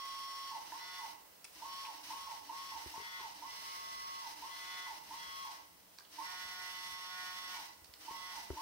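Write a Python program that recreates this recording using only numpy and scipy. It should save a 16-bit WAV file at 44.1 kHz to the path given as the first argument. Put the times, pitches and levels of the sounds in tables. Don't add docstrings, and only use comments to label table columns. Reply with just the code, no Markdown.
import sys
import numpy as np
from scipy import signal
from scipy.fft import rfft, irfft, next_fast_len
from scipy.io import wavfile
from scipy.ndimage import uniform_filter1d

SR = 44100
rng = np.random.default_rng(int(sys.argv[2]) if len(sys.argv) > 2 else 0)


def volts(x):
    e = np.asarray(x, float) / 20
    return 10 ** e


def to_wav(sig):
    pcm = np.clip(np.atleast_2d(sig), -1, 1) * 32767
    pcm = np.round(pcm).astype(np.int16)
    wavfile.write(sys.argv[1], SR, pcm.T)


N = 379701

STEP_HZ, BEAT_HZ = 1093.75, 178.35


def unit(x):
    return x / np.sqrt(np.mean(x ** 2))


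def curves(table):
    s, *columns = np.transpose(table)
    return [np.interp(np.arange(N) / SR, s, c) for c in columns]


def panned(x, pan_db):
    return np.array([x * volts(pan_db / 2), x * volts(-pan_db / 2)])


def walk(rate):
    hold = int(SR / rate)
    steps = np.repeat(rng.standard_normal(N // hold + 1), hold)
    return 1.57 * uniform_filter1d(uniform_filter1d(steps, hold), hold)[:N]


def peaks(hz, modes):
    total = 0
    for k, (mode_hz, width_hz, db) in enumerate(modes):
        total = total + (-1) ** k * volts(db) / (1 + 1j * (hz ** 2 - mode_hz ** 2) / (hz * width_hz))
    return total


def shaped(x, gain):
    size = next_fast_len(N + SR)
    hz = np.arange(size // 2 + 1) * SR / size + 1e-3
    return irfft(rfft(x, size) * gain(hz), size)[..., :N]


def colour(points):
    hz, db = np.transpose(points)
    return lambda f: volts(np.interp(np.log(f), np.log(hz), db))


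def add(out, s, sound):
    i = int(s * SR)
    out[:, i:i + sound.shape[1]] += sound[:, :N - i]


# (frequency [Hz], density [dB per Hz])
HISS_COLOUR = [(120, -24), (200, -29), (300, -10.5), (460, -7.5), (1000, -9), (1540, -14.5), (5500, -20),
               (6800, -17.5), (11400, -18.5), (14800, -13), (16500, -7)]
# (time [s], level [dB])
HISS_TURN = [
    (0, -1),
    (1.6, 1),
    (5.5, -0.5),
    (6.2, -2),
    (8.6, 0.5),
]
# (frequency [Hz], density [dB per Hz])
RUMBLE_COLOUR = [(15, -46), (25, -65), (59, 4), (113, -2.5), (156, -3), (188, 2.5), (260, -4.5), (340, -42),
                 (570, -120)]


def air():
    hiss = unit(shaped(rng.standard_normal((2, N)), colour(HISS_COLOUR)))
    shared = 1.1 * rng.standard_normal(N)
    rumble = unit(shaped(rng.standard_normal((2, N)) + shared, colour(RUMBLE_COLOUR)))
    hiss_db = -58 + curves(HISS_TURN)[0] + 0.49 * walk(7) + np.array([[-1], [1]])
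    rumble_db = -77.5 + 1.6 * walk(9)
    return volts(hiss_db) * hiss + volts(rumble_db) * rumble


def garage(x):
    t60_s, first_echo_s = 0.56, .006
    t = np.arange(SR) / SR
    tail = rng.standard_normal((2, SR)) * np.exp(-np.log(1000) * t / t60_s) * (t > first_echo_s)
    return signal.fftconvolve(x, tail / np.sqrt(np.sum(tail ** 2) / 2), axes=1)[:, :N]


# (time [s], peak [dB], knock [Hz], t60 [s], thud [dB])
FINGER_BUMPS = [(0.719, -62, 306, 0.039, -6), (1.719, -79, 390, 0.075, 5), (2.749, -68, 308, 0.16, 7),
                (2.859, -49, 366, 0.058, 4), (2.976, -53.5, 393, 0.05, -8), (2.997, -54, 420, 0.062, -11),
                (3.016, -56, 410, 0.051, -12), (3.205, -58, 378, 0.069, -17), (3.247, -63, 405, 0.065, -8),
                (5.271, -76, 300, .1, 14), (5.61, -82, 300, .1, 12), (6.451, -66, 282, 0.032, 9),
                (6.919, -74, 269, 0.071, 13), (7.818, -73, 320, 0.089, 15), (7.89, -77, 323, 0.062, 20),
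                (7.999, -81, 320, .08, 12), (8.107, -48.5, 358, 0.036, -7), (8.501, -37, 376, 0.055, 5),
                (8.529, -51.5, 364, 0.092, -1)]


def bumps():
    t, out = np.arange(SR // 4) / SR, np.zeros((2, N))
    port_lead_rad = np.array([[.4], [-.4]])
    for s, db, hz, t60, thud_db in FINGER_BUMPS:
        skin = rng.standard_normal(len(t)) + 0.74 * rng.standard_normal((2, len(t)))
        scuff = uniform_filter1d(uniform_filter1d(skin, size=24), size=16)
        press = np.minimum(t / 0.0035, 1) ** 2
        fall = press * np.exp(-np.log(1000) * t / t60)
        knock = panned(fall ** 1.4 * -np.cos(2 * np.pi * hz * (t - 0.0036)), 7) + 1.5 * fall * scuff
        sway = np.cos(2 * np.pi * 72 * t * (1 - 1.5 * t) - 1.9 + port_lead_rad)
        thud = -volts(thud_db - 6) * fall ** 0.6 * sway
        add(out, s, volts(db + 7.5) * (knock + thud * volts([[-1.5], [1.5]])))
    return shaped(out, lambda f: (1j * f / 40) ** 2 / (1 + 1j * f / 40) ** 2)


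# (time [s], peak [dB], ring [Hz], t60 [s],
# left minus right [dB])
JOINT_TICKS = [(.7205, -41.5, 1500, 0.018, 1), (1.4437, -45, 5700, 0.027, -11), (1.4438, -42, 9200, .02, 2),
               (1.4446, -46.5, 2520, 0.033, 5), (1.4498, -46.5, 5200, .015, -14),
               (1.449, -48, 8800, 0.018, 0), (1.4518, -45, 2700, 0.019, 9), (1.8494, -45, 2620, 0.1, 5),
               (5.9805, -54, 5000, .02, -3), (5.9859, -41, 4700, 0.013, -7), (5.987, -42, 1090, .03, -3),
               (5.9982, -48, 5010, 0.025, -1), (6.006, -47.5, 1500, 0.021, -3),
               (6.050, -54, 3100, 0.035, -11), (7.8445, -50.5, 4900, 0.025, -14),
               (7.845, -45.5, 9300, 0.011, 0), (7.857, -51, 5000, .02, 0), (7.9381, -40, 4670, 0.016, -5),
               (7.9415, -52, 2400, .02, 0), (7.951, -56, 4500, 0.027, -3), (2.861, -56, 800, .02, 0),
               (3.0, -56, 700, .03, 0), (8.502, -42, 1300, 0.017, 0)]


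def ticks():
    t, out = np.arange(SR // 8) / SR, np.zeros((2, N))
    for s, db, hz, t60, pan_db in JOINT_TICKS:
        crack = rng.standard_normal(len(t)) + 0.85 * rng.standard_normal((2, len(t)))
        ring = signal.lfilter(*signal.iirpeak(hz, 7, SR), crack)
        fall = volts(db - 10.5) * np.exp(-np.log(1000) * t / t60)
        add(out, s, panned(fall, pan_db) * (0.6 * crack + 8 * ring))
    return shaped(out, colour([(500, -12), (1000, 5), (3000, 1), (9500, -5), (12000, -12), (16000, -45)]))


# (time [s], length [s], pitch [Hz], level [dB])
ROLLER_DRAGS = [
    (3.67, .17, 2175, -63),
    (3.7, 0.15, 2050, -65),
    (7.53, 0.085, 2270, -58),
]


def drags():
    out, waver = np.zeros((2, N)), walk(30.25)
    for k, (s, length, hz, db) in enumerate(ROLLER_DRAGS):
        t = np.arange(int(length * SR)) / SR
        own = waver[k * SR:][:len(t)]
        swell = np.sin(np.pi * (t / length) ** 0.6)
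        tone = np.sin(2 * np.pi * hz * t + 1.8 * own)
        add(out, s, panned(volts(db + 1 + 2.0 * own) * swell * tone, 0))
    return out


def moves():
    return [-1] + [row[0] for row in STEP_LAUNCHES], [row[0] for row in STEP_BRAKES] + [N / SR]


def cruising():
    starts, stops = moves()
    t = np.arange(N) / SR
    speed = 0
    for a, b in zip(starts[:-1], stops[:-1]):
        speed = speed + np.interp(t, [a + 0.025, a + 0.09, b, b + 0.19], [0, 1, 1, 0])
    return speed


# (fifth harmonic [dB], third harmonic [dB], rail ring [dB], rattle [dB], upper beats [dB])
MOVE_LEVELS = [(-60.5, -58, 0.5, -55.5, -4), (-60, -67, 0.5, -55, 0), (-59.5, -57, 0, -55, -9),
               (-61, -60, -3.5, -55.5, -10), (-60.5, -61, 5, -55.5, -5), (-64, -63, 4.5, -55, -3.5),
               (-57.5, -66, 4.5, -54.5, -8), (-70, -61.5, 4.5, -53.5, -2.5), (-61, -58.5, 2.5, -55.5, -2),
               (-58, -70, 1, -53.5, 3.5), (-58, -66, 3, -55, 4), (-68, -70, -10, -54, 0)]
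# (time [s], half length [s], level [dB])
RAIL_SWELLS = [
    (.67, 0.035, 2),
    (2.06, 0.073, 4.5),
    (2.88, .04, 3),
    (6.107, 0.038, -5),
    (3.724, 0.082, 2),
    (4.04, 0.18, -1),
    (7.22, 0.079, 1.5),
    (7.537, 0.052, 2.5),
    (8.354, 0.049, 3.5),
]


def travel():
    t = np.arange(N) / SR
    creep_s, speed_up_s = 0.064, 0.04
    slow_s, halt_s, die_s = 0.11, 0.16, 0.12
    swell_db = sum(db * np.exp(-((t - s) / half) ** 2) for s, half, db in RAIL_SWELLS)
    rattle, fizz = [], []
    for a, b, row in zip(*moves(), MOVE_LEVELS):
        up = a + speed_up_s
        b = max(b, up)
        rattle_s = [a - creep_s - .035, a - creep_s, up, b, b + slow_s, b + halt_s, b + halt_s + die_s]
        rattle.append(row[3] + np.interp(t, rattle_s, [-17, -3.5, 0, 0, 0, -5.5, -17]))
        powered = np.interp(t, [a - .11, a - .08, up, b + 0.21], [-10, -2.5, 0, -.6])
        fizz.append(row[3] - 10.5 + np.where(t > b + 0.14, -10, powered))
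    return np.max(rattle, axis=0) + swell_db, np.max(fizz, axis=0) + swell_db


# (frequency [Hz], density [dB per Hz])
RATTLE_COLOUR = [(450, -17), (800, -16.5), (1200, -6), (2400, -5), (3600, -4.5), (5400, 0), (6200, -6.5),
                 (6700, -11.5), (9000, -16)]
# (frequency [Hz], width [Hz], level [dB])
RAIL_MODES = [(1981, 52, 2.5), (2762, 10, 8), (3017, 8, 12.5), (3993, 14, 5.5), (6060, 130, -0.5)]
# (frequency [Hz], density [dB per Hz])
FIZZ_COLOUR = [(3820, -54), (6500, -20), (6770, -13), (7300, -6), (9080, 2), (10900, -3.5), (13400, -8.5),
               (14900, 1), (15500, -29)]


def carriages():
    rattle_db, fizz_db = travel()
    slow = 1 - cruising()
    hum_db = rattle_db + 5 * slow
    drone_db = rattle_db - 29.0 + 14 * slow
    beat = 2 * np.pi * BEAT_HZ * np.arange(N) / SR
    chatter = volts(.3 * np.sin(beat) + .35 * np.sin(2 * beat) + .8 * walk(120) + .7 * walk(12))
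    rattle = shaped(chatter * rng.standard_normal((2, N)),
                    lambda f: colour(RATTLE_COLOUR)(f) * (1 + np.abs(peaks(f, RAIL_MODES))))
    shake = rng.standard_normal(N) + 0.13 * rng.standard_normal((2, N))
    panel = colour([(450, -20), (620, 0), (1100, 0), (1400, -20)])
    hum = shaped(shake, lambda f: peaks(f, FRAME_MODES) + volts(-19.5) * panel(f))
    fizz = shaped(chatter ** 1.06 * volts(0.47 * walk(9.8)) * rng.standard_normal((2, N)), colour(FIZZ_COLOUR))
    drone = shaped(shake, lambda f: peaks(f, [(302.0, 45, 0)]) ** 2)
    out = unit(rattle) * volts(rattle_db + np.array([[2.2], [3.2]]))
    out += unit(hum) * volts(hum_db + np.array([[-15], [-12]]))
    out += unit(fizz) * volts(fizz_db + np.array([[1.6], [2.6]]))
    return out + unit(drone) * volts(drone_db + np.array([[2.5], [-1.5]]))


# (time [s], peak [dB], left minus right [dB])
STEP_LAUNCHES = [(0.722, -35, -5), (1.622, -36, -3), (2.103, -35, -2), (2.495, -37.5, -4), (2.94, -35.5, 0),
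                 (3.423, -39, -4), (4.423, -39.5, -3.5), (5.108, -37, -4.5), (6.186, -35, -6),
                 (8.08, -34, -5), (8.571, -31.5, -1.5)]
# (time [s], level [dB], left minus right [dB])
STEP_BRAKES = [(.503, -39, -2), (.984, -41, -4.5), (1.834, -42, -6), (2.262, -41.5, -4), (2.709, -41, -6),
               (3.194, -41.5, -4), (4.212, -44, -4.5), (4.854, -41.5, -4.5), (5.439, -43, -4.5),
               (7.535, -43.5, -3), (8.321, -42, -4)]
# (share of the glide rate [ratio], offset [Hz], level [dB])
GLIDE_STRANDS = [(1, 0, 0), (.75, -20, -8), (1.35, -10, -12), (.7, -165, -8), (.8, -330, -21)]
# (frequency [Hz], width [Hz], level [dB])
FRAME_MODES = [(636, 41, -1.5), (825, 31, 2), (904.3, 32.4, 6), (918, 7.1, 4.5), (923, 11, -12),
               (1012, 110, 4), (684, 11.7, 2.5), (970, 17, -3.5)]


def sweeps():
    t, force = np.arange(SR // 3) / SR, np.zeros((2, N))
    launch_hz, launch_s = 930, .032
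    lead_in_s, lead_in_db = .022, -15
    ring_up_s = .001
    up_hz = (STEP_HZ - launch_hz) * np.maximum(1 - (t - lead_in_s) / launch_s, 0)
    cut_in = np.interp(t, [0, lead_in_s, lead_in_s + .002], [0, volts(lead_in_db), 1])
    up_fade = np.exp((lead_in_s - t) / .045) * cut_in
    down_hz = 3500 * t
    down_fade = np.exp(-(t / 0.082) ** 3) * np.minimum(t / 0.01, 1)
    launching = (STEP_LAUNCHES, up_hz, up_fade, lead_in_s + ring_up_s)
    braking = (STEP_BRAKES, down_hz, down_fade, 0)
    for events, below_hz, fade, early_s in (launching, braking):
        for s, db, pan_db in events:
            for share, offset_hz, strand_db in GLIDE_STRANDS:
                hz = np.maximum(STEP_HZ + offset_hz - share * below_hz, 50)
                tone = np.sin(2 * np.pi * np.cumsum(hz) / SR + .4 * rng.standard_normal((2, 1)))
                add(force, s - early_s, panned(volts(db + strand_db - 3.5) * fade, pan_db) * tone)
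    force *= 1 + .15 * walk(90)
    body = lambda f: 1 / (1 + 1j * (f ** 2 - 1000 ** 2) / (f * 480))
    return shaped(force, lambda f: volts(-6) * peaks(f, FRAME_MODES) + body(f))


# (time [s], step tone [dB], left minus right [dB], belt load [0-1])
NEAREST_MOTOR = [(0, -47, -5.5, 0.07), (.5, -48.5, -3.5, 0), (.8, -56.5, -3, 0.46), (.99, -53, -3, 0.76),
                 (1.7, -48.5, 1, 0), (2.2, -55.5, 0, 0), (2.6, -50.5, 2, 0), (3.02, -57, 2, 0.5),
                 (3.2, -54, -6, 0.79), (3.45, -54, -1, 0.01), (3.7, -50, 0, 0), (4.21, -47.5, 0, 0),
                 (4.5, -53.5, 7.5, 0.1), (4.75, -53, -5, 0.88), (5.19, -56, 5, 0.4),
                 (5.45, -46.5, 3.5, 0.18), (6.3, -58.5, -1, 0.8), (7.25, -54, -8, 0.88),
                 (7.5, -55.5, -6, 0.85), (8.2, -55.5, -2, 0.5)]
# (time [s], half length [s], level [dB])
TONE_SAGS = [
    (1.7, 0.074, -3),
    (2.56, 0.067, 2),
    (3.57, 0.083, -8),
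    (8.42, 0.054, -5),
]
# (time [s], half length [s], level [dB])
ARM_SLACKS = [
    (6.5, 0.071, -4),
    (6.9, 0.22, -12),
    (7.42, 0.091, -9),
    (8.17, 0.09, -11),
]
# (lower fourth beat [dB], upper fourth beat [dB], upper left lead [rad], left minus right [dB])
FOURTH_BEATS = [(-62.5, -65, -.8, -11), (-62, -63, -.9, -10), (-62, -62.5, 0, -10), (-68, -69, 0, -5),
                (-64, -66, .9, -10), (-73, -66, .6, 0), (-65.5, -66, 2.5, -2), (-65, -73, 2.5, -2),
                (-63.5, -70, .2, 0), (-70, -65, -.6, 4), (-70, -67, -.7, 2), (-72, -72, 0, 0)]
PORT_LEADS = [(-.2, .9, -.9, -2, 2.5), (-.9, 1.4, -1.4, -1.8, 2.5), (0, 1.5, -2.8, -1, 2.3),
              (-.4, 1.5, .6, -2.4, 2.6), (-.2, 2, -2.6, -.2, 2.5), (-2.1, -2.4, -2.4, 1.4, 1.1),
              (-2.5, -2.9, -1, .7, 3.1), (-1.7, -2.4, -1.4, .5, 2.1), (-1.9, -3.1, -1.7, .7, 1),
              (-.8, 2.3, -2.3, -2.6, -1.6), (-.3, -2.8, -2, -2.3, -1.1), (0, 0, 0, 0, 0)]
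# (fifth [dB], rail ring [dB], upper beats [dB])
LINE_BALANCES = [(10, 2, -3), (3, 5, 3), (5, -1, -3), (2, 3, -3), (8, 5, 0), (9, 4, 5), (0, 0, 0),
                 (-9, 4, 7), (-2, 6, -2), (-2, -4, -3), (-5, -3, -2), (0, 0, 0)]


def line_levels():
    t = np.arange(N) / SR
    step_db, pan_db, load = curves(NEAREST_MOTOR)
    starts, stops = np.array(moves())
    k = np.searchsorted(starts, t) - 1
    by_move = lambda table: uniform_filter1d(1. * np.transpose(table)[:, k], size=400)
    fifth_db, third_db, rail_db, _, upper_db = by_move(MOVE_LEVELS)
    low_db, high_db, high_lead, high_pan = by_move(FOURTH_BEATS)
    leads = by_move(PORT_LEADS)
    lock_db = -20 * np.clip(1 - (t - starts[k]) / .075, 0, 1)
    braked_s = np.maximum(t - stops[k], 0)
    fading = lambda fall_db_s: uniform_filter1d(lock_db - fall_db_s * braked_s, size=200)
    dips = lambda table: sum(db * np.exp(-((t - s) / half) ** 4) for s, half, db in table)
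    near = [step_db + dips(TONE_SAGS) + fading(91),
            fifth_db + fading(167),
            -63 + 12 * load + rail_db + fading(62.5)]
    upper_beats_db = -75 + 18.5 * load + upper_db + dips(ARM_SLACKS)
    far = [upper_beats_db, -71 + 14 * load, third_db, -67.5 + 7.5 * load, low_db, high_db]
    levels_db = near + [db - 26 * (1 - cruising()) for db in far]
    pans_db = [pan_db, *by_move(LINE_BALANCES), 0, 0, 0, 0, high_pan]
    return levels_db, pans_db, [*leads[:3], .7, *leads[3:], 0, 1.6, high_lead]


# (multiple of step, multiple of beat, level in family [dB], left minus right [dB])
LINE_FAMILIES = [
    [(1, 0, 0, 0)],
    [(5, 0, 0, 0)],
    [(2, -1, -2, 0), (2, -1.065, -11.5, 0), (2, 0, -15, 0)],
    [(1, 2, 0, 3), (2, -2, -2.5, 0), (1, -2, -10, 0), (2, 1, -10, 0), (2, -3, -10, 0)],
    [(3, 1, 2, -5), (3, -2, -6, -4), (3, -1, -9, -4), (4, 0, -8, -12), (4, -2, -9, -5), (3, 2, -9, 0),
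     (2, 2, -11, 0)],
    [(3, 0, 0, 0)],
    [(1, -1, 0, -6), (1, 1, -7, 1)],
    [(4, -1, 0, -3), (5, -1, -5, 0)],
    [(4, 1, 0, 0)],
]
LINE_FLUTTER = [.3, 1.0, 1.4, 1, .8, .8, 1.2, 1.1, 1.1]


def whine():
    levels_db, pans_db, leads = line_levels()
    t, out = np.arange(N) / SR, np.zeros((2, N))
    for k, (family, level_db) in enumerate(zip(LINE_FAMILIES, levels_db)):
        wobble, flutter_db = 0.076 * walk(13), LINE_FLUTTER[k] * walk(18)
        for step, beat, db, side_db in family:
            hz = step * STEP_HZ + beat * BEAT_HZ
            phase = 2 * np.pi * (hz * t + rng.random()) + wobble
            drift = walk(1.92)
            lag = leads[k] + (.25 if k else .05) * drift
            balance_db = side_db + pans_db[k] + (1.5 if k else 0) * np.roll(drift, SR)
            own_flutter_db = np.roll(flutter_db, int(step * 9000 + beat * 5000))
            gain = panned(np.sqrt(2) * volts(level_db + db + own_flutter_db), balance_db)
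            out += gain * np.sin([phase + lag / 2, phase - lag / 2])
    return out


def scene():
    glides, cracks = sweeps(), ticks()
    room = garage(glides + volts(-5) * cracks)
    return air() + room + bumps() + cracks + drags() + carriages() + glides + whine()


def low_pass(x):
    return signal.sosfilt(signal.butter(12, 17010, fs=SR, output="sos"), x)


# (frequency [Hz], left minus right [dB])
PORT_COLOUR = [(40, 4), (110, 2), (200, -0.5), (6500, 0), (9000, 3.5), (11000, 3), (13000, -1.5),
               (15000, -3.5)]


def record(dry):
    side = np.array([[.5], [-.5]])
    mix = shaped(dry, lambda f: (f < 15790) * colour(PORT_COLOUR)(f) ** side)
    return low_pass(mix)


dry = scene()
out = record(dry)
to_wav(out)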